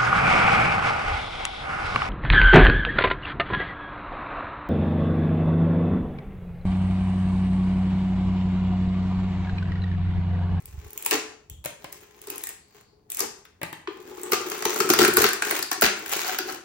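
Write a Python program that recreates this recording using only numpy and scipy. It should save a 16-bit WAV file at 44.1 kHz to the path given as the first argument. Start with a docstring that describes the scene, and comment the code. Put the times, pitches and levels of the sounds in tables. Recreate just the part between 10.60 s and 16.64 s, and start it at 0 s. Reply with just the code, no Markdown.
"""Struts snap singly and in rips as hands tear the thin lattice off a hollow 3D-printed plastic shell.
Close by, the strained lattice crackles and the shell answers each release with a short hollow note.
Loose pieces land on the table, the last support judders out and handling gives dull bumps.
Ragged forces ring damped modes and coloured cracks; noise gives the tails of a small, hard room.
Two microphones hear it: alike in the bass, apart in the treble, the left one nearer."""
import sys
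import numpy as np
from scipy import signal
from scipy.fft import rfft, irfft, next_fast_len
from scipy.io import wavfile
from scipy.ndimage import map_coordinates

SR = 44100
rng = np.random.default_rng(int(sys.argv[2]) if len(sys.argv) > 2 else 0)


def pcm_store(signal):
    """Save signal as 16-bit PCM."""
    levels = np.round(np.clip(np.atleast_2d(signal), -1, 1) * 32767)
    wavfile.write(sys.argv[1], SR, levels.astype(np.int16).T)


N = 266364

# Event levels are at the source, ahead of each function's trims, the room and the microphones.
# breaking struts and knocks of the lattice on the shell:
# (time [s], crack [dB], lattice clack [dB], strut pitch [Hz], strut ring [dB])
STRUT_SNAPS = [(0.461, -21, -37, 960, -30.5), (0.51, -22, -26.5, 2610, -22.5),
               (1.326, -37.5, -49, 2030, -49), (1.671, -40, -45, 950, -47),
               (1.701, -30.5, -48.5, 2600, -42), (1.837, -30, -44.5, 1800, -44.5),
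               (1.87, -33, -49, 1900, -40.5), (2.593, -26, -36.5, 1130, -43),
               (2.604, -22.5, -29.5, 1160, -34), (2.851, -59, -48.5, 3370, -55),
               (3.719, -22.5, -21.5, 1207, -31.5), (3.731, -28.5, -21.5, 1200, -25),
               (3.916, -35, -29.5, 7750, -50), (4.022, -37.5, -28.5, 7940, -35.5),
               (4.052, -25, -21, 910, -25), (4.104, -34.5, -31.5, 7200, -29), (4.16, -32, -29.5, 1220, -35),
               (4.202, -24, -21, 1300, -21), (4.29, -27, -28.5, 1360, -30),
               (4.3, -18.5, -14.5, 1400, -23.5), (4.335, -21, -18, 1290, -24),
               (4.388, -23, -17.5, 3090, -20.5), (4.416, -29.5, -22, 1370, -17),
               (4.448, -20.5, -18.5, 1454, -18), (4.479, -23, -24.5, 1430, -23.5),
               (4.569, -13.5, -18.5, 1490, -23), (4.619, -20, -25, 1440, -28),
               (4.64, -21.5, -15.5, 1220, -18), (4.664, -31.5, -23.5, 4600, -25.5),
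               (4.688, -26.5, -30.5, 1560, -24.5), (4.732, -25.5, -37, 1880, -30),
               (4.821, -31, -21.5, 1560, -23), (4.849, -38, -33, 6150, -33), (4.909, -23, -22.5, 4200, -34),
               (4.923, -40, -36, 740, -27), (4.966, -32.5, -33, 4070, -38), (4.99, -30, -29.5, 1730, -35),
               (5.026, -27, -31, 4700, -26.5), (5.114, -27, -21.5, 1060, -27.5),
               (5.129, -29.5, -38.5, 1800, -31), (5.22, -20, -15, 1380, -19),
               (5.46, -37.5, -36, 1720, -37.5), (5.786, -27.5, -24, 4720, -29.5)]
# whole rows of struts giving way:
# (time [s], length [s], crackle [dB], lattice clack [dB], hollow boom [dB])
ROW_RIPS = [(0.519, 0.04, -25.5, -29, -29.5), (1.679, 0.09, -53, -51, -45), (2.613, 0.04, -46, -41, -36),
            (3.729, 0.021, -27, -30, -31.5), (4.394, 0.06, -21.5, -24, -25.5),
            (4.575, 0.085, -24, -26.5, -33.5), (5.228, 0.039, -19, -22.5, -32)]
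# loose pieces landing and bouncing:
# (time [s], clatter [dB], tick [dB], table ring [dB], table thud [dB], clatter contact cut-off [Hz])
PIECE_DROPS = [(1.041, -47, -46.5, -71, -70, 6000), (1.049, -42, -35, -65, -52, 6000),
               (1.058, -35.5, -30.5, -33.5, -40, 4600), (1.243, -39.5, -43.5, -45, -44.5, 5180),
               (3.015, -36, -46.5, -41.5, -46, 2570), (3.031, -31.5, -34, -40, -34, 2750),
               (3.128, -37.5, -41, -58, -41.5, 3100)]
# dull bumps of handling and of the hardest jerks: (time [s], level [dB])
HANDLING_BUMPS = [(0.076, -49), (0.13, -38), (0.174, -30.5), (0.23, -47), (0.255, -37), (0.907, -39.5),
                  (0.934, -45), (0.979, -44.5), (4.577, -36.5), (5.234, -37)]
# the shell's hollow modes, heard from either side:
# (frequency [Hz], width [Hz], outside level [dB], inside level [dB])
SHELL_MODES = [(325, 14, -7, -17), (369.6, 27.4, -3, 4.5), (418.2, 12.4, 6, 3.5), (550, 13, -22, -18),
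               (759, 59, -10.5, -11.5), (842, 18, -7, -8.5), (1024, 15, -7, -12)]
# modes of the lattice: (frequency [Hz], width [Hz], level [dB])
LATTICE_MODES = [(765, 45, 8), (1050, 450, -1), (1330, 600, -1), (1850, 810, 0), (2520, 430, -8),
                 (4410, 1900, -1.5)]
# modes of a loose piece: (frequency [Hz], width [Hz], level [dB])
PIECE_MODES = [(930, 330, 14), (1350, 1800, 6), (1850, 700, 11.5), (2360, 560, 1), (3470, 800, 2)]
# spectrum of a crack: (frequency [Hz], density [dB per Hz])
CRACK_SPECTRUM = [(500, -39.5), (2500, 0.5), (4500, -7), (6500, 4), (8500, 10.5), (11000, 8.5), (15500, 8),
                  (17000, -15)]
# spectrum of the crackle: (frequency [Hz], density [dB per Hz])
CRACKLE_SPECTRUM = [(60, -16), (250, -11), (600, 0.5), (800, 1.5), (1400, 0), (2200, 2), (3300, -3),
                    (5000, -7), (6800, -1), (8600, -7), (11000, -9.5), (15500, -4.5)]
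# spectrum of the still air: (frequency [Hz], density [dB per Hz])
AIR_SPECTRUM = [(20, -23), (60, -0.5), (200, -6), (400, -14), (700, -16), (2000, -44.5), (6000, -36.5),
                (16000, -41)]
# agreement of the two microphones: (frequency [Hz], left-right likeness [-1 to 1])
MIC_LIKENESS = [(130, 0.9), (330, 0.92), (650, -0.07), (1400, 0.5), (3000, -0.13), (5000, 0.2),
                (7000, -0.38), (9000, -0.96), (11500, -0.64), (15000, 0.51)]
# lean towards the left microphone: (frequency [Hz], left over right [dB])
LEFT_LEAN = [(100, 0.5), (400, 3.5), (2400, 0.5), (4400, 5), (8000, 3), (15000, -1.5)]
# reverberation time: (frequency [Hz], time to fall 60 dB [s])
ROOM_DECAY = [(150, 0.45), (400, 0.53), (1000, 0.49), (2800, 0.45), (7000, 0.45), (15000, 0.23)]
# strength of the room: (frequency [Hz], level against the direct sound [dB])
ROOM_LEVEL = [(100, -1.5), (400, -5.5), (1000, -2.5), (3000, 0.5), (8000, -2), (15000, -11)]
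# low modes of the thick wall: (frequency [Hz], width [Hz], level [dB])
WALL_MODES = [(102, 90, -10.5), (145, 32, -16), (215.2, 20, 2), (268, 77, -4)]
# ringing modes of the table: (frequency [Hz], width [Hz], level [dB])
TABLE_RING_MODES = [(560, 50, 1), (596, 28, 5), (652, 25, -4)]
# thudding modes of the table: (frequency [Hz], width [Hz], level [dB])
TABLE_THUD_MODES = [(160, 49, -1.7), (306, 107, -0.75)]
# a thin freed strand twangs: (time [s], pitch [Hz], level [dB], applied 60 dB decay [s])
STRAND_TWANGS = [(0.899, 3250, -49.5, 0.33)]
# pulls on the lattice: (start [s], end [s], crackle [dB], rubbing on the shell [dB])
LATTICE_PULLS = [(0, 0.4, -54, -62), (0.446, 0.53, -42, -48), (1.205, 1.63, -56, -66),
                 (1.655, 1.9, -48.5, -63), (2.1, 2.184, -57, -72.5), (2.522, 2.62, -49, -68),
                 (2.6, 2.606, -38.5, -57.5), (3.313, 3.459, -53, -49), (3.496, 3.704, -45, -41.5),
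                 (3.8, 4.14, -38.5, -42), (4.094, 4.425, -35, -39), (4.494, 4.65, -43.5, -49.5),
                 (4.842, 4.97, -33, -44), (5.37, 5.44, -44, -47), (5.493, 5.72, -28, -46),
                 (5.871, 5.93, -38, -41)]
# a fingertip slides over fine print ridges: (start [s], end [s], pitch [Hz], width [Hz], level [dB])
FINGER_SLIDE = (2.02, 2.4, 4497, 800, -75)
# the free hand slaps onto the shell: (time [s], wall rap [dB])
HAND_SLAPS = [(3.273, -32.5)]
# the thin wall under that hand: (frequency [Hz], width [Hz], level [dB])
PANEL_MODES = [(1030, 300, 6), (1950, 800, -1), (2700, 600, -1)]
# judders of the torn support over the shell:
# (start [s], end [s], grind [dB], squeak [dB], hollow groan [dB])
SUPPORT_SCRAPES = [(5.539, 5.54, -29.5, -31, -56), (5.562, 5.535, -25, -27, -39.5),
                   (5.591, 5.59, -33.5, -34, -42), (5.619, 5.61, -30, -37.5, -51.5),
                   (5.646, 5.65, -34.5, -35, -37), (5.675, 5.679, -35.5, -31, -40),
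                   (5.685, 5.7, -37.5, -46.5, -37), (5.883, 5.903, -37, -42.5, -41)]
# grinding modes of the dragged support: (frequency [Hz], width [Hz], level [dB])
GRIND_MODES = [(1006, 170, 0), (1370, 290, 6.5), (1680, 220, -3.5), (2630, 290, -8.5)]
# squeaking modes of the dragged support: (frequency [Hz], width [Hz], level [dB])
SQUEAK_MODES = [(4300, 730, 11.5), (5200, 990, 4.5), (8400, 1400, -5.5)]
# groan of the hollow behind it: (frequency [Hz], width [Hz], level [dB])
GROAN_MODES = [(750, 45, 0)]
# air in the gap under the big support, higher the wider the gap: (time [s], pitch [Hz], level [dB])
GAP_PATH = [(3.5, 1188, -22.5), (3.75, 1232, 1.5), (4.2, 1350, -1), (4.45, 1428, -2.5), (4.85, 1560, -9.5),
            (5.22, 1380, -6), (5.3, 1690, -6.5), (5.9, 1380, -3.5)]
# low rumbles as the part shifts in the grip: (start [s], end [s], level [dB])
GRIP_RUMBLES = [(0.036, 0.295, -53), (0.899, 1.045, -55.5)]
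# hair-thin ties that part with only a bright crack: (time [s], crack [dB])
TIE_CRACKS = [(0.056, -40.5), (0.305, -44.5), (0.331, -41), (0.376, -31), (0.424, -35.5), (0.449, -34),
              (0.898, -40.5), (1.616, -44), (1.758, -38.5), (1.78, -34.5), (1.89, -34), (2.501, -33.5),
              (2.518, -30), (2.546, -33), (2.57, -30.5), (3.633, -33), (3.899, -33), (4.143, -33),
              (4.189, -30.5), (4.537, -25.5), (5.211, -22.5)]
# the relieved wall springs back and pumps the hollow; the 3.274 s row is the boom of the hand slapping the
# shell: (time [s], level [dB], pitch [Hz])
WALL_FLEXES = [(0.515, -30, 320), (0.536, -28, 300), (0.545, -25.5, 425), (1.67, -35.5, 410),
               (1.696, -39, 352), (1.718, -39.5, 410), (1.753, -44, 321), (2.601, -34, 430.5),
               (2.617, -31, 431), (3.274, -25.5, 378), (3.632, -38, 378), (3.669, -35, 394),
               (3.722, -19.5, 403.5), (3.913, -30.5, 376), (4.052, -21.5, 407), (4.201, -17, 394),
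               (4.24, -24, 396), (4.266, -25, 380), (4.296, -14.5, 342), (4.385, -14, 397),
               (4.412, -12.5, 351.5), (4.426, -16, 358.4), (4.446, -21, 367), (4.477, -15, 382),
               (4.57, -16, 408.6), (4.595, -21.5, 396), (4.619, -19.5, 395), (4.641, -18, 413),
               (4.921, -30.5, 365), (4.988, -35, 358), (5.173, -35.5, 364), (5.226, -26.5, 215),
               (5.246, -25, 363.5), (5.555, -32.5, 365), (5.794, -30, 362)]

TOP_HZ = 16200
RING = np.arange(8192) / SR  # time axis of one struck sound, s
BLOW = SR // 100  # 10 ms, in samples
# the shell is turned over and the hands move inside: turn complete at, length of the turn
INSIDE_FROM_S, TURN_S = 3.5, 0.2
# after a crack the freed lattice springs back: delay, level against the first clack
RECOIL_S, RECOIL_DB = 0.011, -13.5
# the split before a strut breaks: lead, level against its crack
SPLIT_S, SPLIT_DB = 0.0039, -16.5
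BOOM_DB = -13  # the shell's ring, against the listed clack
# in a rip: time from strut to strut, fall in level over its length
UNZIP_S, UNZIP_FALL_DB = 0.008, 4
# the grip takes hold, strain builds through the pull, then the hand eases off
GRIP_S, BUILD_DB, EASE_S = 0.031, 2.5, 0.051
# fingers only holding the shell between pulls, before the trims in bending()
HOLD_CRACKLE_DB, HOLD_RUB_DB = -106, -70.5
# random ties: mean rate, level against the strain's crackle gain, scatter scale
TIES_PER_S, TIE_DB, TIE_SCATTER_DB = 24, -3, 5
FLEX_S = 0.02  # length of the hollow note
# the wall's thud against the flex, stronger under the big support inside the shell
OUTER_THUD_DB, INNER_THUD_DB = -27, -14.5


def amp(db):
    """Turn decibels into gain."""
    return 10 ** (np.asarray(db) / 20)


def unit(x):
    """Scale to rms 1."""
    return x / np.sqrt(np.mean(x ** 2) + 1e-20)


def along(points, hz):
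    """Read (frequency [Hz], value) points on a log frequency axis."""
    f, v = np.transpose(points)
    return np.interp(np.log(hz + 1), np.log(f), v)


def grid(x):
    """Give the frequencies of a signal's spectrum."""
    return np.fft.rfftfreq(x.shape[-1], 1 / SR)


def resonances(modes, hz):
    """Sum the causal responses of damped modes."""
    return sum(amp(db) * 1j * hz * w / (c * c - hz * hz + 1j * hz * w) for c, w, db in modes)


def colour(points, hz):
    """Give a spectrum a causal, minimum-phase response by folding its cepstrum."""
    cepstrum = irfft(np.log(amp(along(points, hz))))
    half = len(cepstrum) // 2
    return np.exp(rfft(np.r_[cepstrum[0], 2 * cepstrum[1:half], np.zeros(half)]))


def soft(hz, cutoff_hz):
    """A soft contact passes little above its cut-off."""
    return signal.freqs(*signal.butter(2, 1, analog=True), hz / cutoff_hz)[1]


def ports(hz):
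    """Mid and side weights: the two microphones agree in the bass and part in the treble."""
    turn = np.arccos(np.clip(along(MIC_LIKENESS, hz), -1, 1)) / 2
    return np.array([np.cos(turn), np.sin(turn)])


def sound(force, response, shape):
    """A long two-row force drives a body, as mid and side of joint rms 1."""
    size = 2 * next_fast_len(N // 2 + len(RING))
    padded = np.pad(force, ((0, 0), (0, size - N)))
    hz = grid(padded)
    return unit(irfft(rfft(padded) * response(shape, hz) * ports(hz))[:, :N])


def blow(ring):
    """Scale a short sound to the energy of 10 ms at rms 1."""
    return ring * np.sqrt(BLOW / np.sum(ring ** 2))


def push_shape(length):
    """A push rises to its peak at a quarter of its nominal length, then dies away."""
    u = RING / max(length / 4, 1e-4)
    return u * np.exp(-u)


def strike(body, length):
    """A crack runs as a short ragged force and rings a body."""
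    force = rng.standard_normal((2, len(RING))) * push_shape(length)
    ring = irfft(rfft(force) * body)
    # random forces leave the body's balance of mid and side unchanged
    wanted = np.linalg.norm(body, axis=1, keepdims=True)
    return blow(ring * wanted / np.linalg.norm(ring, axis=1, keepdims=True))


def knock(body, length):
    """One smooth push rings a heavy body alike every time; only its side part is diffuse."""
    mid = blow(irfft(rfft(push_shape(length)) * body[0]))
    side = strike(body, length)[1]
    return blow(np.array([mid, side]))


def add(track, s, x):
    """Mix x into the track at time s."""
    part = track[:, max(round(s * SR), 0):][:, :x.shape[1]]
    part += x[:, :part.shape[1]]


def grains(rate, spread_db):
    """Random tiny fractures, rate a second, a few much larger than the rest."""
    size = amp(spread_db * np.minimum(rng.exponential(size=N), 3)) * (rng.random(N) < rate / SR)
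    life = np.exp(-RING[:256] / 0.00099)
    power = signal.fftconvolve(size ** 2, life ** 2)[:N]
    return np.sqrt(np.abs(power)) * rng.standard_normal((2, N))


def wobble(rate):
    """Draw a smooth random curve, rate knots a second."""
    return map_coordinates(rng.standard_normal(N // 100), [np.arange(N) * rate / SR], mode="mirror")


def strut(hz, depth_db, count=14):
    """Every strut has its own size, so its own peaks and dips in the spectrum."""
    points = np.c_[np.geomspace(700, TOP_HZ, count), depth_db * rng.standard_normal(count)]
    return amp(along(points, hz))


def shell_modes(inside):
    """The shell's modes balance differently from its outside and its inside."""
    return [(hz, width, inside_db if inside else outside_db)
            for hz, width, outside_db, inside_db in SHELL_MODES]


def booming(force):
    """A long force rings the shell, whose open side turns to the listener."""
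    turned = np.interp(np.arange(N) / SR, [INSIDE_FROM_S - TURN_S, INSIDE_FROM_S], [0, 1])
    outside = sound(force, resonances, shell_modes(False))
    inside = sound(force, resonances, shell_modes(True))
    return (1 - turned) * outside + turned * inside


def radiated(x, corner_hz=115):
    """Thin plastic moves little air in the deep bass."""
    return signal.sosfilt(signal.butter(2, corner_hz, "highpass", fs=SR, output="sos"), x)


def still_air(level_db=-67):
    """The quiet place between sounds is steady coloured noise."""
    return amp(level_db) * sound(rng.standard_normal((2, N)), colour, AIR_SPECTRUM)


def room(x, gap=0.004, count=12):
    """Mid and side reach the walls by different paths, which change gradually as the shell is moved about."""
    out, step = np.zeros((2, N)), N // count + 1
    for centre in np.arange(count + 1) * step:
        span = np.arange(max(centre - step, 0), min(centre + step, N))
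        part = x[:, span] * np.cos(np.pi / 2 * (span - centre) / step)
        # one decaying noise tail for each path from (mid, side) to (mid, side)
        noise = rng.standard_normal((2, 2, SR * 3 // 4))
        hz, age, z = signal.stft(noise, SR, nperseg=256)
        t60 = along(ROOM_DECAY, hz)[:, None]
        gain = amp(along(ROOM_LEVEL, hz))[:, None] * np.sqrt(2 * np.log(1000) / (t60 * SR))
        decay = np.exp(-np.log(1000) * age / t60)
        tails = signal.istft(z * ports(hz)[:, :, None] * gain * decay, SR, nperseg=256)[1]
        wet = signal.fftconvolve(part[:, None], tails, axes=2).sum(axis=0)
        add(out, span[0] / SR + gap, wet)
    return out


def rumble(pitch_hz=68, width_hz=60, fade=0.014):
    """The shifting grip rumbles as noise through a low, broad resonance."""
    t, level = np.arange(N) / SR, np.zeros(N)
    for start, end, db in GRIP_RUMBLES:
        level += amp(db) * np.interp(t, [start - fade, start, end - fade, end], [0, 1, 1, 0])
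    noise = rng.standard_normal((2, N))
    return level * sound(noise, lambda modes, hz: resonances(modes, hz) ** 2, [(pitch_hz, width_hz, 0)])


def bumps(pitch_hz=68, width_hz=50, length=0.014, cutoff_hz=160):
    """Handling gives soft, heavily damped pushes."""
    out, hz = np.zeros((2, N)), grid(RING)
    mode = resonances([(pitch_hz, width_hz, 0)], hz)
    body = ports(hz) * mode ** 2 * np.abs(soft(hz, cutoff_hz))
    for s, db in HANDLING_BUMPS:
        add(out, s, amp(db) * strike(body, length))
    return out


def slide(fade=0.091):
    """A fingertip on the ridges gives a faint narrow hiss."""
    start, end, pitch, width, db = FINGER_SLIDE
    touch = np.interp(np.arange(N) / SR, [start - fade, start, end - fade, end], [0, 1, 1, 0])
    noise = rng.standard_normal((2, N))
    hiss = sound(noise, lambda modes, hz: resonances(modes, hz) ** 2, [(pitch, width, 0)])
    return amp(db) * touch * hiss


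def twang(width_hz=520):
    """A springy strand flicks free and buzzes out as decaying narrow noise."""
    out, hz = np.zeros((2, N)), grid(RING)
    for s, pitch, db, t60 in STRAND_TWANGS:
        noise = rng.standard_normal((2, len(RING)))
        buzz = irfft(rfft(noise) * resonances([(pitch, width_hz, 0)], hz) ** 2)
        add(out, s, amp(db - 60 * RING / t60) * buzz / np.abs(buzz).max())
    return out


def drops(clatter_db=1, ring_db=-1, thud_db=-1):
    """A light piece clatters on the covered table, which rings and thuds under it."""
    out, hz = np.zeros((2, N)), grid(RING)
    pair = ports(hz)
    tick = pair * colour(CRACK_SPECTRUM, hz)
    piece = pair * resonances(PIECE_MODES, hz)
    ring = pair * resonances(TABLE_RING_MODES, hz)
    thud = pair * resonances(TABLE_THUD_MODES, hz)
    for s, clatter_level, tick_level, ring_level, thud_level, cutoff in PIECE_DROPS:
        add(out, s, amp(clatter_level + clatter_db) * strike(piece * soft(hz, cutoff), length=0.0095))
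        add(out, s, amp(tick_level) * strike(tick, length=0.0027))
        add(out, s, amp(ring_level + ring_db) * knock(ring, length=0.0017))
        add(out, s, amp(thud_level + thud_db) * knock(thud, length=0.0014))
    return out


def slaps(cutoff_hz=3000):
    """A hand lands on the shell and the wall gives a compact clack."""
    out, hz = np.zeros((2, N)), grid(RING)
    panel = ports(hz) * soft(hz, cutoff_hz) * resonances(PANEL_MODES, hz)
    for s, rap_level in HAND_SLAPS:
        add(out, s, amp(rap_level) * strike(panel, length=0.0078))
    return out


def scrapes(edge=0.0053):
    """Ribs stick and slip over the print ridges; every slip rings the support and the hollow behind it."""
    t, out = np.arange(N) / SR, np.zeros((2, N))
    slips = grains(rate=900, spread_db=1.0)
    bodies = [sound(slips, resonances, modes) for modes in (GRIND_MODES, SQUEAK_MODES, GROAN_MODES)]
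    for start, end, *levels in SUPPORT_SCRAPES:
        contact = np.interp(t, [start - edge, start + edge, end - edge, end + edge], [0, 1, 1, 0])
        out += contact * sum(amp(db) * body for db, body in zip(levels, bodies))
    return out


def flexes(swell_lag=0.003, thud_lag=0.006, push=0.0016):
    """The wall gives with a thud, and a short hollow note swells and stops."""
    out, hz = np.zeros((2, N)), grid(RING)
    swell = np.sin(np.pi * np.minimum(RING / FLEX_S, 1)) ** 2
    wall = ports(hz) * resonances(WALL_MODES, hz)
    for s, db, pitch in WALL_FLEXES:
        note = np.sqrt(2) * swell * np.sin(2 * np.pi * pitch * RING)
        thud_db = INNER_THUD_DB if s > INSIDE_FROM_S else OUTER_THUD_DB
        add(out, s + swell_lag, amp(db) * np.outer([1, 0], note))  # mid only
        add(out, s + thud_lag, amp(db + thud_db) * knock(wall, push))
    return out


def gap_ring(x, width_hz=130):
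    """The air in the gap is one resonance that glides with the gap's width."""
    times, pitch, db = np.transpose(GAP_PATH)
    t = np.arange(N) / SR
    turning = np.exp(2j * np.pi * np.cumsum(np.interp(t, times, pitch)) / SR)
    keep = np.exp(-np.pi * width_hz / SR)
    # shift the gliding pitch to zero, smooth there, and shift back
    smooth = signal.lfilter([1 - keep], [1, -keep], x / turning)
    return 2 * amp(np.interp(t, times, db)) * np.real(turning * smooth)


def strain():
    """Gains of crackle and rubbing: every pull takes hold, builds and eases off."""
    t = np.arange(N) / SR
    gains = np.outer(amp([HOLD_CRACKLE_DB, HOLD_RUB_DB]), np.ones(N))
    for start, end, crackle_level, rub_level in LATTICE_PULLS:
        held = np.interp(t, [start - GRIP_S, start, end, end + EASE_S], [0, 1, 1, 0])
        build = amp(np.interp(t, [start, end], [-BUILD_DB, 0]))
        gains += np.outer(amp([crackle_level, rub_level]), held * build)
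    return gains


def bending(crackle, rub, crackle_db=-5, rub_db=-2, jerk_db=3):
    """Strained ribs tick against each other in jerks while fingers and lattice slip on the shell."""
    ticks = sound(grains(rate=410, spread_db=3.5), colour, CRACKLE_SPECTRUM)
    slips = booming(grains(rate=350, spread_db=3.5))
    jerks = amp(jerk_db * np.clip(wobble(rate=60), -2, 2))
    return jerks * (amp(crackle_db) * crackle * ticks + amp(rub_db) * rub * slips)


def ties(crackle, length=0.0045, variety_db=3):
    """Hair-thin ties part with small bright cracks, some timed, some random and as loud as the strain is high."""
    out, hz = np.zeros((2, N)), grid(RING)
    crack = ports(hz) * colour(CRACK_SPECTRUM, hz)
    for s, db in TIE_CRACKS:
        add(out, s, amp(db) * strike(crack * strut(hz, variety_db), length))
    for start in np.flatnonzero(rng.random(N) < TIES_PER_S / SR):
        size = crackle[start] * amp(TIE_DB + TIE_SCATTER_DB * rng.uniform(-1.2, 1))
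        add(out, start / SR, size * strike(crack * strut(hz, variety_db), length))
    return out


def rips(boom_db=-2, snap_length=0.006, variety_db=3):
    """One failure overloads the next strut, so a whole row unzips, each strut with its own colour."""
    t, hz = np.arange(N) / SR, grid(RING)
    out, boom = np.zeros((2, N)), np.zeros(N)
    crackle = ports(hz) * colour(CRACKLE_SPECTRUM, hz)
    lattice = ports(hz) * resonances(LATTICE_MODES, hz)
    for s, length, crackle_level, clack_level, boom_level in ROW_RIPS:
        boom += amp(boom_level + boom_db) * ((t > s) & (t < s + length))
        for age in np.arange(0, length, UNZIP_S):
            at = s + age + UNZIP_S * rng.uniform(-1, 1) / 3
            own = strut(hz, variety_db)
            fall_db = UNZIP_FALL_DB * age / length
            add(out, at, amp(crackle_level - fall_db) * strike(crackle * own, snap_length))
            add(out, at, amp(clack_level - fall_db) * strike(lattice * own, snap_length))
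    return out + boom * booming(grains(rate=650, spread_db=2.8))


def snaps(clack_db=-2, ring_db=-3, clack_lag=0.001187, boom_lag=0.005, boom_length=0.0073,
          crack_length=0.0045, clack_length=0.0072, variety_db=3, damping=0.1):
    """A strut splits, cracks and rings at its pitch, the lattice clacks and recoils, the heavier shell follows."""
    out, hz = np.zeros((2, N)), grid(RING)
    pair = ports(hz)
    crack = pair * colour(CRACK_SPECTRUM, hz)
    lattice = pair * resonances(LATTICE_MODES, hz)
    for s, crack_level, clack_level, pitch, ring_level in STRUT_SNAPS:
        own = strut(hz, variety_db)
        tone = pair * resonances([(pitch, damping * pitch, 0)], hz)
        shell = pair * resonances(shell_modes(s > INSIDE_FROM_S), hz)
        clack = clack_level + clack_db
        add(out, s - SPLIT_S, amp(crack_level + SPLIT_DB) * strike(crack * own, crack_length))
        add(out, s, amp(crack_level) * strike(crack * own, crack_length))
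        add(out, s, amp(ring_level + ring_db) * strike(tone, crack_length))
        add(out, s + clack_lag, amp(clack) * strike(lattice * own, clack_length))
        add(out, s + RECOIL_S, amp(clack + RECOIL_DB) * strike(lattice * own, clack_length))
        add(out, s + boom_lag, amp(clack_level + BOOM_DB) * strike(shell, boom_length))
    return out


def scene():
    """The work on the table, its room and the still air meet as left and right."""
    crackle, rub = strain()
    breaking = snaps() + rips() + bending(crackle, rub) + ties(crackle)
    plastic = radiated(breaking + gap_ring(breaking) + scrapes() + flexes())
    work = plastic + slaps() + drops() + twang() + slide()
    mid, side = work + room(work) + bumps() + rumble() + still_air()
    return np.array([mid + side, mid - side])


def record(dry):
    """The left microphone is nearer; peaks stop at full scale and then the top is cut off."""
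    padded = np.pad(dry, ((0, 0), (0, next_fast_len(N + len(RING)) - N)))
    hz, size = grid(padded), padded.shape[1]
    lean = amp(np.outer([0.5, -0.5], along(LEFT_LEAN, hz)))
    leaning = irfft(rfft(padded) * lean, size)
    return irfft(rfft(np.clip(leaning, -1, 1)) * (hz < TOP_HZ), size)[:, :N]


dry = scene()
out = record(dry)
pcm_store(out)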